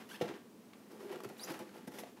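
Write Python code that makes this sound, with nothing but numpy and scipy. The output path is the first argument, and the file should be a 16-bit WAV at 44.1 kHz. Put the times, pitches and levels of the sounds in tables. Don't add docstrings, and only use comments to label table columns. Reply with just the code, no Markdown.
import sys
import numpy as np
from scipy import signal
from scipy.fft import rfft, irfft
from scipy.io import wavfile

SR = 44100
rng = np.random.default_rng(int(sys.argv[2]) if len(sys.argv) > 2 else 0)


def generate_wav(signal):
    frames = np.transpose(np.atleast_2d(signal))
    scaled = np.clip(frames, -1, 1) * 32767
    pcm = np.round(scaled).astype(np.int16)
    wavfile.write(sys.argv[1], SR, pcm)


def nominal_scale(level):
    x = np.asarray(level, float) / 20
    return 10 ** x


N = 97020


def rms_one(x):
    return x / np.sqrt(np.mean(x ** 2) + 1e-20)


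def colour(x, points):
    hz, db = np.transpose(points)
    f = np.maximum(np.fft.rfftfreq(N, 1 / SR), 10)
    gain = nominal_scale(np.interp(np.log(f), np.log(hz), db))
    return rms_one(irfft(rfft(x) * gain, N))


def drift(rate_hz):
    r = np.exp(-2 * np.pi * rate_hz / SR)
    noise = rng.standard_normal(N + SR)
    return rms_one(signal.lfilter([1], [1, -2 * r, r * r], noise)[SR:])


def ring(x, hz, t60):
    r = nominal_scale(-60 / (t60 * SR))
    w = 2 * np.pi * hz / SR
    return signal.lfilter([0, np.sin(w)], [1, -2 * r * np.cos(w), r * r], x + 1e-18)


# f/Hz, level/dB per Hz
AIR_SPECTRUM = [(18, -86), (30, -95), (108, -33), (173, -2.5), (203, 4), (790, -16.5), (1200, -19),
                (1520, -24.5), (15600, -32)]
# f/Hz, bandwidth/Hz, level/dB
HUM_BANDS = [(220.3, 6.9, -68), (253.4, 41, -65), (130.3, 78, -67.5), (422, 21, -68)]


def background():
    air = nominal_scale(-58.5) * colour(rng.standard_normal(N), AIR_SPECTRUM)
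    hum = 0
    for hz, width_hz, db in HUM_BANDS:
        hum = hum + nominal_scale(db) * rms_one(ring(rng.standard_normal(N), hz, 1.18 / width_hz))
    return air + hum


def room(x):
    t60_s, level_db, wall_cut_hz = 0.45, -11, 8400
    t = np.arange(SR // 2) / SR
    noise = rng.standard_normal(len(t))
    dull = signal.sosfilt(signal.butter(1, wall_cut_hz, fs=SR, output="sos"), noise)
    tail = dull * nominal_scale(-60 * t / t60_s) + 0.32 * noise * nominal_scale(-150 * t / t60_s)
    tail = tail * (t > .004)
    return nominal_scale(level_db) * signal.fftconvolve(x, tail / np.sqrt(np.sum(tail ** 2)))[:N]


# f/Hz, level/dB, t60/s
PANEL_MODES = [(142, -17, 0.087), (208.3, -7.5, 0.12), (259.2, -2.5, 0.04), (342.6, -1, 0.073),
               (401.5, -1.5, 0.053), (490.5, -0.5, 0.038), (534.4, -4.5, 0.076), (600, 1.5, 0.022),
               (682, 1.5, 0.017), (851, -8.5, 0.075), (913, -19, 0.095), (1036, -9.5, 0.014),
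               (1410, -12.5, 0.027), (1760, -38, 0.013)]


def box(force):
    out = 0
    for k, (hz, db, t60) in enumerate(PANEL_MODES):
        out = out + nominal_scale(db) * ring(force, hz, t60) * (-1) ** k
    return out


# t/s, peak level/dB, struck panel f/Hz, tick level/dB
IMPACTS = [(0.2027, -52, 243, -46), (0.211, -26, 540, -44), (0.2137, -29, 610, -50),
           (0.218, -29.5, 164, -38), (0.2207, -28, 375, -48), (0.238, -38, 485, -60),
           (0.2945, -34, 350, -63), (0.309, -36, 330, -62), (.2185, -36, 1950, -50), (.219, -40, 3900, -60),
           (.243, -40, 3450, -62), (.248, -38, 3400, -60), (.256, -43, 2100, -60), (.265, -42, 3300, -62),
           (.338, -42, 3400, -60), (0.288, -38, 500, -41), (0.7336, -42, 2400, -47), (1.128, -36, 860, -62),
           (1.204, -32, 1140, -71), (1.2345, -37.5, 430, -69), (1.255, -37, 131, -59),
           (0.34, -43, 403, -49.5), (1.368, -63, 600, -50), (1.471, -48, 610, -55),
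           (1.504, -31.5, 282, -42), (1.593, -69, 480, -60), (1.606, -38, 245, -69),
           (1.691, -55, 890, -50.5), (1.759, -44, 754, -66.5), (1.8749, -41, 545, -62),
           (1.877, -31, 247, -53.5), (1.92, -42, 895, -56), (1.985, -42.5, 520, -41.5),
           (2.0349, -40, 655, -46.5), (2.043, -64, 600, -65)]


def knocks():
    contact_cycles, spread_db_per_octave = .6, 15
    panel_db, panel_cycles = 2.0, 13.0
    tick_s, tick_rise_s = .005, .0007
    out = np.zeros(N)
    luck_db = rng.normal(0, 2.64, (len(IMPACTS), len(PANEL_MODES)))
    tick_band = signal.butter(2, [900, 3600], "band", fs=SR, output="sos")
    noise = 1.6 * signal.sosfilt(tick_band, rng.standard_normal(N))
    for (s, db, pitch_hz, tick_db), chance_db in zip(IMPACTS, luck_db):
        i = int(s * SR)
        t = np.arange(min(N - i, SR // 4)) / SR
        push = np.sin(np.pi * np.clip(t * pitch_hz / contact_cycles, 0, 1)) ** 2
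        push = push / push.sum()
        thud = nominal_scale(panel_db) * ring(-push, pitch_hz, panel_cycles / pitch_hz)
        for (hz, mode_db, t60), c in zip(PANEL_MODES, chance_db):
            octaves = abs(np.log2(hz / pitch_hz))
            thud = thud + nominal_scale(1.1 * mode_db + c - spread_db_per_octave * octaves) * ring(-push, hz, 2.1 * t60)
        thud = signal.sosfilt(signal.butter(2, .45 * pitch_hz, "high", fs=SR, output="sos"), thud)
        tick = noise[i:i + len(t)] * np.exp(-t / tick_s) * np.tanh(t / tick_rise_s)
        out[i:i + len(t)] += nominal_scale(db - 8) * thud + nominal_scale(tick_db) * tick
    return out


def squeak(rows, face, wobble, flutter_db, tilt_db, count):
    s, hz, db = np.transpose(rows)
    face_hz, face_db = np.transpose(face)
    t = np.arange(N) / SR
    pitch = np.interp(t, s, hz) * (1 + wobble * drift(330))
    phase = 2 * np.pi * np.cumsum(pitch) / SR
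    edge = np.clip(np.minimum(t - s[0], s[-1] - t) / 0.00088, 0, 1)
    tone = 0
    for k in range(1, count + 1):
        level_db = np.interp(k * pitch, face_hz, face_db) + tilt_db * (k - 1) + flutter_db * drift(190)
        tone = tone + nominal_scale(level_db) * np.sin(k * phase)
    return edge * nominal_scale(np.interp(t, s, db)) * tone


# t/s, slip rate f/Hz, level/dB
LOW_GLIDE = [
    (.089, 930, -64),
    (.1, 1010, -57),
    (.106, 1370, -59),
    (.112, 1450, -53),
    (.12, 1650, -53),
    (.126, 1420, -59),
    (.131, 1135, -58),
    (.141, 1100, -56),
    (.147, 1450, -62),
]
# t/s, slip rate f/Hz, level/dB
LOW_GLIDE_AGAIN = [
    (.141, 800, -64),
    (.145, 830, -54),
    (.15, 925, -53),
    (.155, 830, -58),
    (.159, 935, -52),
    (.164, 1075, -54),
    (.169, 1050, -66),
]
# f/Hz, level/dB
LOW_FACE = [(1100, -11), (1300, -5), (1700, 0), (2300, -8), (2950, 1), (3400, -2), (3800, -7), (6600, -10)]


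def low_squeaks():
    return sum(squeak(rows, LOW_FACE, wobble=.014, flutter_db=3.5, tilt_db=-.8, count=6)
               for rows in (LOW_GLIDE, LOW_GLIDE_AGAIN))


# t/s, slip rate f/Hz, level/dB
HIGH_GLIDE = [
    (1.389, 3250, -70),
    (1.396, 3794, -50),
    (1.403, 4340, -54),
    (1.412, 4700, -54),
    (1.429, 4750, -56),
    (1.435, 5140, -44),
    (1.443, 6070, -44),
    (1.449, 7100, -48),
    (1.453, 7700, -56),
]
# t/s, slip rate f/Hz, level/dB
HIGH_LINGER = [
    (1.43, 4740, -60),
    (1.446, 4760, -62),
    (1.485, 4880, -61),
    (1.505, 4950, -67),
]
# f/Hz, level/dB
HIGH_FACE = [(7400, 0), (8000, -8), (8800, -10), (9450, 13), (11500, 6), (13000, 5), (14250, 11),
             (14900, -20)]


def high_squeaks():
    glide = squeak(HIGH_GLIDE, HIGH_FACE, wobble=.011, flutter_db=2.5, tilt_db=-11, count=3)
    linger = squeak(HIGH_LINGER, HIGH_FACE, wobble=.006, flutter_db=2.5, tilt_db=-9, count=1)
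    return glide + linger


def grains(rate_per_s):
    sizes = nominal_scale(2.76 * np.minimum(rng.exponential(1, N), 5)) * rng.choice([-1, 1], N)
    happens = rng.random(N) < rate_per_s / SR
    return rms_one(sizes * happens * nominal_scale(1.22 * drift(66)))


# start t/s, length t/s, box rumble level/dB, scrape level/dB, skin hiss level/dB
FINGER_STROKES = [(0, 0.029, -57, -55.5, -70), (0.21, 0.022, -39.5, -42.5, -54),
                  (0.229, 0.059, -45, -52, -65), (0.269, 0.065, -52, -49.5, -73),
                  (0.329, 0.083, -64, -58, -76), (0.891, 0.12, -54.5, -64, -70),
                  (0.979, 0.18, -53, -60, -66.5), (1.085, 0.055, -49.5, -56, -73),
                  (1.115, 0.0069, -56, -49, -59), (1.122, 0.015, -47, -49.5, -58.5),
                  (1.129, 0.049, -46.5, -54.5, -78), (1.156, .012, -54, -52, -63),
                  (1.176, .004, -60, -62, -62), (1.188, .004, -60, -63, -64), (1.203, .007, -55, -54, -58),
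                  (1.2345, .009, -46, -51, -54), (1.243, .016, -48, -51, -57), (1.288, .012, -52, -59, -58),
                  (1.298, 0.012, -44.5, -54, -71), (1.376, 0.031, -70, -71, -60),
                  (1.47, 0.064, -44.5, -47.5, -58), (1.497, .032, -43, -48, -55),
                  (1.53, .055, -49, -52, -60), (1.588, .045, -47, -54, -63), (1.59, .01, -60, -57, -54),
                  (1.872, .018, -50, -56, -55), (1.913, .03, -57, -60, -62), (1.983, .034, -52, -51, -50),
                  (2.021, 0.027, -61, -61, -64), (2.162, 0.045, -83, -63, -77)]
# start t/s, length t/s, box rumble level/dB, scrape level/dB, skin hiss level/dB
FINGER_SLIDES = [
    (.087, .08, -64, -62, -61),
    (.165, .04, -66, -66, -72),
    (1.936, .026, -55, -57, -61),
    (1.962, .022, -56, -60, -62),
    (1.738, .048, -57, -62, -70),
    (1.4, .07, -56, -60, -60),
    (1.517, .005, -60, -58, -51),
    (.915, .004, -62, -62, -64),
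]


def stroke_gain(column):
    rise_share, tail_db, slide_edge_s = .18, -12, .003
    t, power = np.arange(N) / SR, 0
    for row in FINGER_STROKES:
        u = (t - row[0]) / row[1]
        rise = np.clip(u / rise_share, 0, 1)
        fall = nominal_scale(tail_db * np.clip(u, 0, 2) ** 2) * np.clip(4 - 3 * u, 0, 1)
        power = power + (nominal_scale(row[column]) * rise * fall) ** 2
    for row in FINGER_SLIDES:
        to_edge = np.minimum(t - row[0], (row[0] + row[1] - t) / 2 + slide_edge_s)
        power = power + (nominal_scale(row[column]) * np.clip(to_edge / slide_edge_s, 0, 1)) ** 2
    return np.sqrt(power)


# t/s, level/dB
COUNTER_DRAG = [(0.0, -51.5), (0.23, -63.5), (0.37, -71), (0.54, -67.5), (0.81, -60), (0.97, -63),
                (1.12, -60), (1.4, -53), (1.67, -56), (1.94, -60), (2.09, -53.5), (2.2, -83)]
# from t/s, to t/s, f/Hz, t60/s, level/dB
LOOSE_PANEL = (.9, 1.33, 398, .13, -1.0)
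# f/Hz, t60/s, level/dB
FACE_MODES = [(1990, 0.0066, 10.5), (3070, 0.0051, -4), (3180, 0.009, -3.5)]
# f/Hz, level/dB per Hz
SCRAPE_SPECTRUM = [(120, -32), (350, -24), (800, 5.5), (1300, 0), (2200, -1.5), (3500, -7), (6000, -16),
                   (15000, -29.5)]
# f/Hz, level/dB per Hz
HISS_SPECTRUM = [(500, -34), (1800, -1), (3500, -4), (5500, 0), (8200, -5), (11800, 2), (14000, -6.5),
                 (16000, -7)]


def rubbing():
    t = np.arange(N) / SR
    s, db = np.transpose(COUNTER_DRAG)
    drag = nominal_scale(np.interp(t, s, db))

    slips = grains(2000)
    box_level = np.sqrt(np.mean(box(slips) ** 2))
    force = slips * np.hypot(stroke_gain(column=2), nominal_scale(-13.0) * drag)
    start, end, hz, t60, loose_db = LOOSE_PANEL
    boom = nominal_scale(loose_db) * ring(force * (t > start) * (t < end), hz, t60)
    rumble = (box(force) + boom) / box_level

    fine = grains(9000)
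    sheet = rms_one(sum(nominal_scale(d) * ring(fine, f, decay) for f, decay, d in FACE_MODES))
    scrape = colour(fine, SCRAPE_SPECTRUM) + nominal_scale(-17.5) * sheet
    scrape = scrape * np.hypot(stroke_gain(column=3), nominal_scale(-9.5) * drag)

    hiss = colour(fine + 3.3 * rng.standard_normal(N), HISS_SPECTRUM)
    hiss = hiss * np.hypot(stroke_gain(column=4), nominal_scale(-18.0) * drag)
    return rumble + scrape + hiss


def scene():
    near = rubbing() + knocks() + low_squeaks() + high_squeaks()
    return (near + room(near) + background())[None]


def roll_off(x):
    return signal.sosfilt(signal.butter(12, 15740, fs=SR, output="sos"), x)


def record(dry):
    x = signal.sosfilt(signal.butter(3, 135, "high", fs=SR, output="sos"), dry)
    x = signal.sosfilt(signal.ellip(10, .5, 60, 15760, fs=SR, output="sos"), x)
    return roll_off(x)


dry = scene()
out = record(dry)
generate_wav(out)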